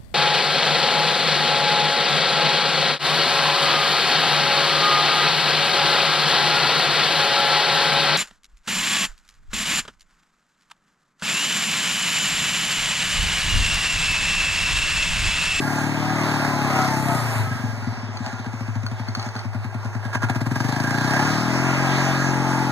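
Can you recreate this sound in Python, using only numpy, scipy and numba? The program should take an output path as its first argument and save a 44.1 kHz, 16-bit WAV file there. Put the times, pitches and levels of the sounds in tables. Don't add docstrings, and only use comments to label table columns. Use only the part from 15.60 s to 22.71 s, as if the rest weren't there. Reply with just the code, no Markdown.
import sys
import numpy as np
from scipy import signal
from scipy.fft import rfft, irfft, next_fast_len
from scipy.io import wavfile
from scipy.ndimage import uniform_filter1d, map_coordinates
from numba import njit

SR = 44100
rng = np.random.default_rng(int(sys.argv[2]) if len(sys.argv) > 2 else 0)


def bounce(signal):
    frames = np.transpose(np.atleast_2d(signal))
    limited = np.clip(frames, -1, 1)
    pcm = np.round(limited * 32767).astype(np.int16)
    wavfile.write(sys.argv[1], SR, pcm)


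N = 313551
TIME = np.arange(N) / SR
IDLE_HZ, WIDENER_LAG_SAMPLES = 10, 17
# time_s, firing_hz
ENGINE_SPEED = [(0.0, 36.23), (0.58, 38.41), (1.27, 33.63), (1.42, 33.88), (1.88, 24.96), (2.4, 18.32),
                (2.85, 14.35), (3.7, 10.67), (4.26, 9.67), (4.58, 10.32), (4.62, 14.0), (5.06, 24.48),
                (5.41, 30.08), (5.62, 36.13), (6.01, 44.12), (6.39, 45.55), (7.11, 43.75)]
# time_s, load (0-1)
ENGINE_LOAD = [(0, 0.79), (1.55, 0.86), (1.62, 0), (2.62, 0.31), (2.76, 0.57), (4.49, 0.68), (4.53, 0.92),
               (7.11, 0.95)]


def undb(db):
    return 10 ** (np.asarray(db) / 20)


def curves(table):
    time_s, *columns = np.transpose(table)
    return [np.interp(TIME, time_s, column) for column in columns]


def delay(x, samples):
    return map_coordinates(x, [np.arange(N) - samples], order=3, mode="nearest")


def unit(x):
    return x / np.std(x[WIDENER_LAG_SAMPLES:] - x[:-WIDENER_LAG_SAMPLES])


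@njit
def bandpass(x, hz, width):
    y, band_state, low_state = np.empty(len(x)), 0., 0.
    for i in range(len(x)):
        g, k = np.tan(np.pi * hz[i] / SR), width[i] / hz[i]
        band = (band_state + g * (x[i] - low_state)) / (1 + g * (g + k))
        band_state, low_state = 2 * band - band_state, low_state + 2 * g * band
        y[i] = k * band
    return y


def ring(x, mode, pitch=1., damping=0.88):
    hz, width, db = mode
    steady = np.ones(len(x))
    return undb(db) * bandpass(x, hz * pitch * steady, width * damping * steady)


def wander(rate_hz):
    hold = int(SR / rate_hz)
    steps = np.repeat(rng.standard_normal(N // hold + 1), hold)
    return 1.29 * uniform_filter1d(uniform_filter1d(steps, hold), hold)[:N]


def noise(spectrum, flicker_db=0, flicker_hz=1):
    size = next_fast_len(N)
    octave = np.log2(np.maximum(np.arange(size // 2 + 1) * SR / size, 1.))
    hz, db = np.transpose(spectrum)
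    knots = np.log2(hz)
    colour = rfft(rng.standard_normal(size)) * undb(np.interp(octave, knots, db, left=-200, right=-200))
    out = np.zeros(N)
    for centre in np.arange(knots[0], knots[-1] + 1 / 3, 1 / 3):
        band = irfft(colour * np.clip(1 - 3 * abs(octave - centre), 0, 1), size)[:N]
        out += undb(flicker_db * wander(flicker_hz)) * band
    return unit(out)


def impulses(times, sizes):
    at, out = np.clip(times * SR, 0, N - 2), np.zeros(N)
    i = at.astype(int)
    np.add.at(out, i, sizes * (1 - at + i))
    np.add.at(out, i + 1, sizes * (at - i))
    return out


def firings(rate, load):
    # time_s, boost_db
    catches = [(1.587, 0), (1.761, 5), (1.915, 2.5), (2.043, 7), (2.274, 7.5), (2.434, 5), (2.608, 6)]
    cycles = 0.016 + np.cumsum(rate) / SR
    times = np.interp(np.arange(int(cycles[-1]) + 1), cycles, TIME)
    firing_hz = np.interp(times, TIME, rate)
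    jitter, strength = rng.standard_normal((len(times), 2)).T
    catch_db = sum(db * (np.abs(times - s) < .4 / firing_hz) for s, db in catches)
    spread_db = .5 + 1.8 * (1 - np.interp(times, TIME, load))
    return cycles, times + 0.004 * jitter / firing_hz, firing_hz, catch_db + spread_db * strength


def exhaust(rate, load, times, firing_hz, accent_db):
    # base_pitch_hz, base_width_hz, gain_db
    chambers = [(104.6, 7.35, 10), (121.4, 20.5, 0)]
    # base_pitch_hz, base_width_hz, gain_db
    pipes = [(219.5, 57, 1.5), (251, 67, 1.5)]
    overtone = (342, 107, 0)
    # time_s, level_db
    boom_levels = [(0, -29), (1.2, -28.5), (1.6, -25), (1.74, -29), (1.8, -23.5), (1.88, -23), (2.0, -30.5),
                   (2.65, -32.5), (3.3, -23.5), (3.55, -28), (4.25, -24), (4.48, -24), (4.56, -24),
                   (5.5, -27), (7.11, -28)]
    pulse_s = 0.0048
    pulse = np.cos(np.pi * np.clip(np.arange(-300, 301) / SR / pulse_s, -.5, .5)) ** 2
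    size = undb(accent_db) / np.sqrt(firing_hz)
    intake = undb(-19) * impulses(times + 0.4245 / firing_hz, size)
    blow = signal.fftconvolve(impulses(times - pulse_s, size) + intake, pulse, "same")
    heat = 0.93 + 0.0073 * (rate - IDLE_HZ) + 0.11 * load
    flow = np.interp(TIME, times, firing_hz / IDLE_HZ) ** 0.97
    damping = 0.44 + 0.56 * load
    boom = ring(blow, chambers[0], heat, flow * damping)
    boom = ring(boom, chambers[1], heat, flow ** 1.49 * damping) / np.sqrt(flow * damping)
    pipe_damping = flow ** 0.6 * damping
    bark = ring(blow, pipes[0], heat, pipe_damping)
    bark = ring(bark, pipes[1], heat, pipe_damping) / np.sqrt(pipe_damping)
    bark -= load ** 3.8 * ring(ring(blow, overtone, heat), overtone, heat)
    boom_db, = curves(boom_levels)
    bark_db = -45.5 + 10.5 * load + 5 * np.log2(rate / IDLE_HZ)
    return undb(boom_db) * unit(boom) - undb(bark_db) * unit(bark)


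def gas_puffs(rate, load, cycles, times, accent_db):
    # time_s, level_db
    roar_levels = [(0, -27), (.3, -28), (.65, -23.5), (1.05, -24), (1.22, -21.5), (1.37, -26),
                   (1.78, -26.5), (1.9, -33.5), (2.25, -35.5), (3.4, -38), (4.1, -37), (4.3, -36),
                   (4.49, -36), (4.53, -28.5), (4.92, -32), (5.1, -28), (5.4, -28), (5.6, -25), (6.45, -23),
                   (7.11, -26)]
    # time_s, boost_db
    shudders = [(2.56, 3), (2.67, 4.5), (3.62, 4.5), (3.79, 6)]
    shudder_s, crack_lead_s, crack_decay_s = 0.038, .008, .007
    roar_db, = curves(roar_levels)
    roar_db += sum(db * np.exp(-((TIME - s) / shudder_s) ** 2) for s, db in shudders)
    level, accent = undb(roar_db + 1.02 * wander(10)), undb(accent_db)
    stroke, phase = np.divmod(cycles + 0.31, 1)
    rush = (1 - np.exp(-(phase / 0.057) ** 2)) * np.exp(-(phase / 0.33) ** 3)
    rush = rush / rush.mean() * accent[np.minimum(stroke.astype(int), len(accent) - 1)]
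    decay = np.exp(-TIME[TIME < 8 * crack_decay_s] / crack_decay_s)
    openings = impulses(times - crack_lead_s, np.gradient(times) * SR * accent)
    crack = signal.fftconvolve(openings, decay / decay.sum())[:N].clip(0)
    depth = np.clip(load ** 2.53 * (1.178 - 0.035 * (rate - IDLE_HZ)), 0, .97)
    grit = undb(1.8 * wander(350)) ** 2
    puffs = [((1 - share) * rush + share * crack) * grit / grit.mean() for share in (0.65, 0.62)]
    return [level * np.sqrt(1 - depth + depth * puff) for puff in puffs]


def engine_roar():
    # frequency_hz, density_db
    gas_spectrum = [(340, 2.5), (500, -10.5), (620, -2.5), (800, -4), (1300, -7), (2000, -11.5),
                    (2800, -15)]
    # pitch_hz, base_width_hz, gain_db
    panels = [(660, 10.5, 0.5), (787.6, 65, 0.5), (856, 44, 4.5), (936, 39, -0.5), (1010, 16, -7.5),
              (1252, 33, -1.5), (1360, 13, -39), (1415, 16, 6), (1612, 21, -7.5), (1620, 52, 4)]
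    rattle = rng.standard_normal(N) * undb(3.1 * rng.exponential(size=N))
    casing = sum(undb(4.6 * wander(6)) * ring(rattle, mode) for mode in panels)
    return unit(noise(gas_spectrum) + undb(-1.5) * unit(casing))


def snow_hiss():
    # frequency_hz, density_db
    hiss_spectrum = [(1300, -8), (2000, 9), (3000, -2.5), (4000, 0.5), (5200, 2.5), (6500, -2), (8000, -11)]
    sizzle_spectrum = [(7000, 6.5), (8500, 1.5), (10500, -2), (12000, 2), (13000, -25), (15500, -4)]
    # time_s, hiss_db, sizzle_against_hiss_db
    balance = [(0, -12, -4.5), (.4, -11.5, -13), (.9, -14, -10), (1.3, -12.5, -9.5), (1.4, -12, -4),
               (1.8, -11, -7), (2.2, -11.5, -14), (2.5, -12, -22), (3.0, -13, -14.5), (3.8, -12.5, -16),
               (3.9, -15.5, -12.5), (4.53, -16, -11.5), (4.95, -11, -10), (6.2, -11.5, -15),
               (6.8, -14, -12.5), (7.11, -13, -11.5)]
    hiss_db, sizzle_db = curves(balance)
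    hiss = noise(hiss_spectrum, flicker_db=3, flicker_hz=14)
    return np.sqrt(2) * undb(hiss_db) * (hiss + undb(sizzle_db) * noise(sizzle_spectrum))


def lever_clacks():
    # start_s, level_db, knock_against_metal_db
    hits = [(2.5706, -31, -1), (2.6623, -34, 4), (3.264, -27, 3), (3.4845, -30, -4), (3.5498, -23, 0),
            (3.5952, -31, -2), (3.6267, -32, 0), (3.688, -37, 4), (3.7633, -32, 3), (3.7918, -31, 1)]
    # pitch_hz, base_width_hz, gain_db
    modes = [(3270, 330, 1), (4000, 190, 4), (4410, 180, 10.5), (5700, 210, 0), (6180, 260, 1),
             (7400, 230, -9)]
    frame_mode = (1380, 540, 0)
    out, t = np.zeros(N + 3000), np.arange(3000) / SR
    for start_s, level_db, knock_db in hits:
        shake = rng.standard_normal((2, len(t))) * (np.exp(-t / .001) + .22 * np.exp(-t / .008))
        chance = rng.standard_normal(len(modes))
        colour_db = chance + np.clip(chance, -1, 1)
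        metal = sum(undb(db) * ring(ring(shake[0], mode), mode, damping=2.2)
                    for mode, db in zip(modes, colour_db))
        knock = ring(shake[1], frame_mode)
        clack = metal / abs(metal).max() + undb(knock_db) * knock / abs(knock).max()
        i = int(start_s * SR)
        out[i:i + len(t)] += np.sqrt(2) * undb(level_db) * clack
    return out[:N]


def drive_whines():
    # start_s, end_s, from_hz, to_hz, level_db
    glides = [(0.35, .41, 900, 888, -32), (0.415, 0.57, 745, 766, -31.5), (0.887, 0.98, 1030, 1015, -29),
              (0.928, 1.096, 860, 817, -30.5), (1.07, 1.317, 790, 731, -27),
              (1.115, 1.285, 1425, 1407, -34.5), (1.078, 1.262, 1265, 1302, -33),
              (1.273, 1.446, 895, 860, -29), (1.453, 1.565, 705, 675, -29.5),
              (1.484, 1.598, 1290, 1260, -33), (1.487, 1.556, 885, 884, -29),
              (1.83, 1.98, 1300, 1283, -36.5), (5.002, 5.92, 1720, 1705, -39.5)]
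    out, roughness = np.zeros(N), undb(1.3 * wander(25.22))
    waver = 1 + 0.0031 * wander(30)
    for start_s, end_s, from_hz, to_hz, level_db in glides:
        progress = np.clip((TIME - start_s) / (end_s - start_s), 0, 1)
        pitch_hz = (from_hz + (to_hz - from_hz) * progress) * waver
        fade = np.sqrt(np.sin(np.pi * progress).clip(0))
        out += undb(level_db) * fade * np.sin(2 * np.pi * np.cumsum(pitch_hz) / SR)
    return roughness * out


def yard_air():
    # frequency_hz, density_db
    spectrum = [(20, -8), (45, 5), (100, 13), (250, -9), (500, -37)]
    return undb(-52.5) * noise(spectrum, flicker_db=3, flicker_hz=4.1)


def scene():
    (rate,), (load,) = curves(ENGINE_SPEED), curves(ENGINE_LOAD)
    cycles, times, firing_hz, accent_db = firings(rate, load)
    roar_envelope, hiss_envelope = gas_puffs(rate, load, cycles, times, accent_db)
    bike = exhaust(rate, load, times, firing_hz, accent_db) + roar_envelope * engine_roar()
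    bike += drive_whines() + lever_clacks()
    fence_s, fence_db = .02, -14
    bike += undb(fence_db) * delay(bike, fence_s * SR)
    lead_samples, lead_db = 5.54, 1.0
    ports = np.array([undb(side * lead_db) * delay(bike, -side * lead_samples) for side in (.5, -.5)])
    scattered = undb(-31.0) * delay(bike - delay(bike, 8.4), .031 * SR) * np.array([[1], [-1]])
    return ports + scattered + np.array([hiss_envelope * snow_hiss() + yard_air() for _ in range(2)])


def record(dry):
    wide = dry.copy()
    wide[:, WIDENER_LAG_SAMPLES:] -= dry[::-1, :-WIDENER_LAG_SAMPLES]
    wide = signal.sosfilt(signal.butter(2, 64, "high", fs=SR, output="sos"), wide)
    return signal.sosfilt(signal.ellip(10, .2, 70, 15800, fs=SR, output="sos"), wide)


dry = scene()
out = record(dry)
bounce(out)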